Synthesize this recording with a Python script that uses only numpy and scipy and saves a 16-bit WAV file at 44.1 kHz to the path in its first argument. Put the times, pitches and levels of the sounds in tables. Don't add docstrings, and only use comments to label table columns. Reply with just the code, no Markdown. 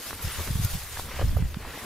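import sys
import numpy as np
from scipy import signal
from scipy.fft import rfft, irfft, next_fast_len
from scipy.io import wavfile
from scipy.ndimage import uniform_filter1d, map_coordinates

SR = 44100
rng = np.random.default_rng(int(sys.argv[2]) if len(sys.argv) > 2 else 0)


def pcm_store(signal):
    levels = np.round(np.clip(np.atleast_2d(signal), -1, 1) * 32767)
    wavfile.write(sys.argv[1], SR, levels.astype(np.int16).T)


N = 81585
TOP_HZ = 15750


def amp(db):
    return 10 ** (np.asarray(db) / 20)


def unit(x):
    return x / np.sqrt(np.mean(x ** 2) + 1e-20)


def along(points, hz):
    freqs, values = np.transpose(points)
    return np.interp(np.log(hz + 1), np.log(freqs + 1), values)


def since(start):
    return np.arange(N) / SR - start


def curve(rows):
    return np.interp(since(0), *np.transpose(rows))


def wobble(per_s):
    return map_coordinates(rng.standard_normal(2048), [np.arange(N) * per_s / SR], mode="wrap")


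def noise():
    return rng.standard_normal((2, N))


def filtered(x, response):
    size = next_fast_len(N + SR // 2)
    return irfft(rfft(x, size) * response(np.fft.rfftfreq(size, 1 / SR)), size)[..., :N]


def spread(pair, tone, likeness):
    def response(hz):
        angle = np.arccos(np.clip(along(likeness, hz), -1, 1)) / 2
        return amp(along(tone, hz)) * [np.cos(angle), np.sin(angle)]
    mid, side = filtered(pair, response)
    return unit(np.array([mid + side, mid - side]))


def grains(count, hz, scatter, cycles, size_db):
    when, strength, direction = np.hsplit(rng.random((count, 3)), 3)
    pitch = np.clip(hz * np.exp(scatter * rng.standard_normal((count, 1))), 200, TOP_HZ)
    size = amp(-size_db * np.log(np.maximum(strength, .02)))
    age = np.arange(SR // 100)
    turns = pitch * age / SR
    rings = size * np.sqrt(pitch) * np.sin(2 * np.pi * turns) * np.exp(-turns / cycles)
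    places = ((when * N).astype(int) + age).ravel()
    shares = np.cos(2 * np.pi * direction), np.sin(2 * np.pi * direction)
    return unit(np.array([np.bincount(places, (rings * share).ravel(), N)[:N] for share in shares]))


def patchy(x, depth_db):
    bands = signal.stft(x, nperseg=1024)[2]
    patches = rng.standard_normal(bands.shape[1:])
    for axis in (0, 1):
        patches = uniform_filter1d(patches, size=4, axis=axis)
    return signal.istft(bands * amp(depth_db * unit(patches)), nperseg=1024)[1][:, :N]


def burst(peak_s, fade_s, rise_s=0.002):
    t = since(peak_s)
    return np.exp(np.minimum(t / rise_s, -t / fade_s))


# t/s, relative level/dB
SWISH_LEVELS = [(0, -48), (.09, -47.5), (.17, -50), (.285, -40.5), (.41, -42.5), (.5, -47), (.586, -50),
                (.668, -45), (.87, -49.5), (.995, -46.5), (1.03, -50.5), (1.12, -44), (1.21, -39.5),
                (1.255, -50.5), (1.4, -51), (1.51, -54), (1.6, -50), (1.71, -45.5), (1.85, -45.5)]
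# f/Hz, relative level/dB
BLADE_TONE = [(120, -3), (250, -20), (420, -0.5), (720, 0), (1100, 2), (1900, 2.5), (3200, -2.5),
              (5000, -9.5), (8000, -17.5), (15000, -60)]
# f/Hz, likeness
BLADE_LIKENESS = [(150, 1), (300, 0.99), (600, 0.99), (1200, 0.93), (2500, 1), (5000, 0.32)]


def swish():
    ticks = amp(-15) * grains(count=2200, hz=1970, scatter=0.93, cycles=1.0, size_db=4)
    rub = noise() + ticks
    level_db = 2.5 + curve(SWISH_LEVELS) + 0.58 * wobble(per_s=59.87)
    return amp(level_db) * spread(patchy(rub, depth_db=1.85), BLADE_TONE, BLADE_LIKENESS)


# t/s, relative level/dB
STALK_LEVELS = [(0.0, -51), (0.246, -47.5), (0.488, -48), (0.716, -60.5), (0.972, -54.5), (1.112, -44.5),
                (1.236, -46), (1.364, -60), (1.612, -43.5), (1.766, -46), (1.85, -41)]
# f/Hz, relative level/dB
STALK_TONE = [(100, 1.5), (200, 2), (450, -0.5), (750, -11.5), (1200, -9.5), (3000, -23)]


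def stalks():
    level_db = -1.5 + curve(STALK_LEVELS) + 4.5 * wobble(per_s=44.52)
    return amp(level_db) * spread(noise(), STALK_TONE, BLADE_LIKENESS)


# t/s, relative level/dB
FIZZ_LEVELS = [(0, -43), (.092, -40), (.14, -45), (.2, -46.5), (.24, -39.5), (.33, -40.3), (.42, -39.5),
               (.59, -42), (.64, -37.5), (.68, -39.5), (.745, -38), (.88, -44.5), (.96, -42), (.995, -39.5),
               (1.075, -47.5), (1.18, -44.5), (1.33, -48.5), (1.45, -53), (1.53, -52.5), (1.65, -52),
               (1.82, -46), (1.85, -47.5)]
# f/Hz, relative level/dB
LEAF_TONE = [(400, -5), (1500, -10.5), (3500, 0.5), (5500, -0.5), (8000, -2), (10500, -.5), (13000, 3),
             (14400, 0), (15700, -10.5)]
# f/Hz, likeness
LEAF_LIKENESS = [(1500, .7), (4000, .38), (8000, .42), (12500, .62)]


def fizz():
    crackle = amp(-9.5) * grains(count=2400, hz=9600, scatter=0.37, cycles=0.83, size_db=1.5)
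    scrape = noise() + crackle
    level_db = 3 + curve(FIZZ_LEVELS) + 1.07 * wobble(per_s=70.2)
    return amp(level_db) * spread(patchy(scrape, depth_db=2.96), LEAF_TONE, LEAF_LIKENESS)


# t/s, relative level/dB
GUST_LEVELS = [(0, -73), (.07, -61), (.14, -40.5), (.18, -51), (.225, -45), (.25, -34.5), (.28, -30),
               (.295, -42), (.35, -47), (.405, -29), (.44, -43.5), (.485, -38.5), (.505, -30.5), (.61, -30),
               (.655, -27), (.685, -43.5), (.75, -28), (.795, -45), (.83, -40), (.89, -48), (.98, -39.5),
               (1.115, -41.5), (1.15, -39), (1.215, -28.5), (1.245, -26), (1.31, -24.5), (1.345, -24.5),
               (1.385, -29), (1.455, -23.5), (1.48, -34.5), (1.6, -41.5), (1.69, -41), (1.76, -57),
               (1.85, -60)]
# f/Hz, relative level/dB
SWIRL_TONE = [(18, -2.5), (30, -13.5), (45, -0.5), (75, 2.5), (110, -9), (165, -16), (215, -30),
              (300, -39.5), (600, -38), (2000, -93)]
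FLUTTER_TONE = [(30, -26), (60, -29), (100, -6), (160, -7), (210, -12.5), (270, -16), (400, -32),
                (1000, -55)]
# f/Hz, likeness
SWIRL_LIKENESS = [(30, 0.85), (70, 1), (130, 1), (250, 0.32)]
FLUTTER_LIKENESS = [(130, -0.1)]


def wind():
    gust_db = curve(GUST_LEVELS)
    swirls = spread(noise(), SWIRL_TONE, SWIRL_LIKENESS)
    power = uniform_filter1d(np.mean(swirls ** 2, axis=0), size=1400)
    steady_swirls = swirls / np.sqrt(np.abs(power) + 1e-6)
    flutter_db = -35 + 1.52 * (gust_db - gust_db.max())
    flutter = amp(flutter_db) * spread(noise(), FLUTTER_TONE, FLUTTER_LIKENESS)
    return amp(0.5 + gust_db) * steady_swirls + flutter


# t/s, relative level/dB, f/Hz
STEM_SNAPS = [(.108, -20.5, 1400), (0.1302, -23, 1180), (0.193, -30, 1500), (0.476, -21.5, 1830),
              (0.556, -32, 1110), (.973, -22, 1230), (0.9964, -20, 930), (1.1957, -18.5, 815),
              (1.367, -28, 890), (1.4236, -31, 1980), (1.5449, -26.5, 1440), (1.65, -32.5, 980),
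              (1.776, -27, 710)]


def snaps(width_cycles=0.6, splinter_db=-19, splinter_s=0.034):
    cracks, splinters = np.zeros(N), np.zeros(N)
    for start, db, hz in STEM_SNAPS:
        t = np.maximum(since(start), 0)
        fade = np.exp(-(hz * t / width_cycles) ** 2 / 2)
        cracks += amp(db + 0.5) * np.sin(2 * np.pi * hz * t) * fade
        splinters += amp(db + splinter_db - 60 * t / splinter_s) * (t > 0)
    return cracks + splinters * spread(noise(), BLADE_TONE, BLADE_LIKENESS)


# t/s, level/dB, f/Hz, fade time/s, band width as a share of f
LEAF_FLICKS = [(0.224, -34, 12500, .012, 0.17), (0.319, -33.5, 9570, 0.016, 0.046),
               (.648, -26, 13000, 0.0038, 0.22), (.6485, -34, 4960, 0.0045, 0.77),
               (0.97, -39.5, 1560, 0.0036, 0.16), (0.997, -37.5, 6100, 0.0054, 0.77),
               (1.282, -43.5, 5300, 0.01, 0.055), (1.371, -39.5, 13000, 0.01, 0.16),
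               (1.544, -38.5, 2830, 0.0014, 0.62)]


def flicks():
    out = np.zeros((2, N))
    hiss = spread(noise(), LEAF_TONE, LEAF_LIKENESS)
    for peak_s, db, hz, fade_s, width in LEAF_FLICKS:
        band = filtered(hiss, lambda f: 1 / (1 + ((f / hz - 1) / width) ** 2))
        out += amp(db) * burst(peak_s, fade_s) * unit(band)
    return out


# t/s, relative level/dB, f/Hz, left over right/dB (upper part only)
JOLTS = [(0.2495, -23, 102, 2), (.274, -28, 111, 0), (0.5093, -18.5, 120, 3), (0.558, -20.5, 120, -6),
         (0.5993, -16.5, 108, -2), (0.61, -32, 113, 2), (0.6505, -14.5, 88, 2.5), (0.755, -23.5, 117, -5),
         (1.242, -16.5, 77, 9.5), (1.297, -20, 68, -11), (1.368, -12.5, 73, -7.5), (1.407, -18, 93, -9),
         (1.426, -23, 143, -16), (1.572, -22.5, 157, -5)]


def thumps(width_cycles=0.44, edge=0.12, split_hz=75):
    out = np.zeros((2, N))
    for middle_s, db, hz, lean_db in JOLTS:
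        turns = hz * since(middle_s)
        swing = np.sin(2 * np.pi * turns) + edge * np.sin(4 * np.pi * turns)
        swell = np.exp(-(turns / width_cycles) ** 2 / 2)
        out -= amp([[db + lean_db / 2], [db - lean_db / 2]]) * swing * swell
    shared = out.mean(axis=0)
    return shared + filtered(out - shared, lambda hz: hz ** 3 / (hz ** 3 + split_hz ** 3))


# t/s, level/dB, fade time/s, f/Hz
FOOT_CRUNCHES = [(0.394, -38.5, 0.012, 590), (0.403, -42, 0.026, 595), (0.992, -36.5, 0.0073, 895),
                 (1.191, -30, 0.0078, 534), (1.214, -25.5, 0.0096, 540), (1.37, -29, 0.0033, 620),
                 (1.387, -37.5, 0.013, 460), (1.65, -42, 0.029, 930)]
# multiple of its f, relative level/dB
CRUNCH_TONE = [(.3, -23), (.65, -4), (1, 1), (1.45, -14.5), (2.2, -12.5), (4, -40), (8, -55), (24, -56)]


def crunches():
    out = np.zeros((2, N))
    for peak_s, db, fade_s, hz in FOOT_CRUNCHES:
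        tone = [(multiple * hz, level) for multiple, level in CRUNCH_TONE]
        out += amp(db) * burst(peak_s, fade_s) * spread(noise(), tone, BLADE_LIKENESS)
    return out


# f/Hz, lead/radians
LEFT_LEAD = [(1500, .05), (3100, 0.23), (6000, 0.2), (7500, 1.1), (10000, 1.54), (12000, 2.2), (15300, 2.3)]


def from_left(grass):
    sides = np.array([[1], [-1]])
    return filtered(grass, lambda hz: amp(.25 * sides) * np.exp(.5j * along(LEFT_LEAD, hz) * sides))


def scene():
    grass = swish() + stalks() + fizz() + snaps() + flicks() + crunches()
    return from_left(grass) + wind() + thumps()


def record(dry):
    return filtered(dry, lambda hz: hz < TOP_HZ)


dry = scene()
out = record(dry)
pcm_store(out)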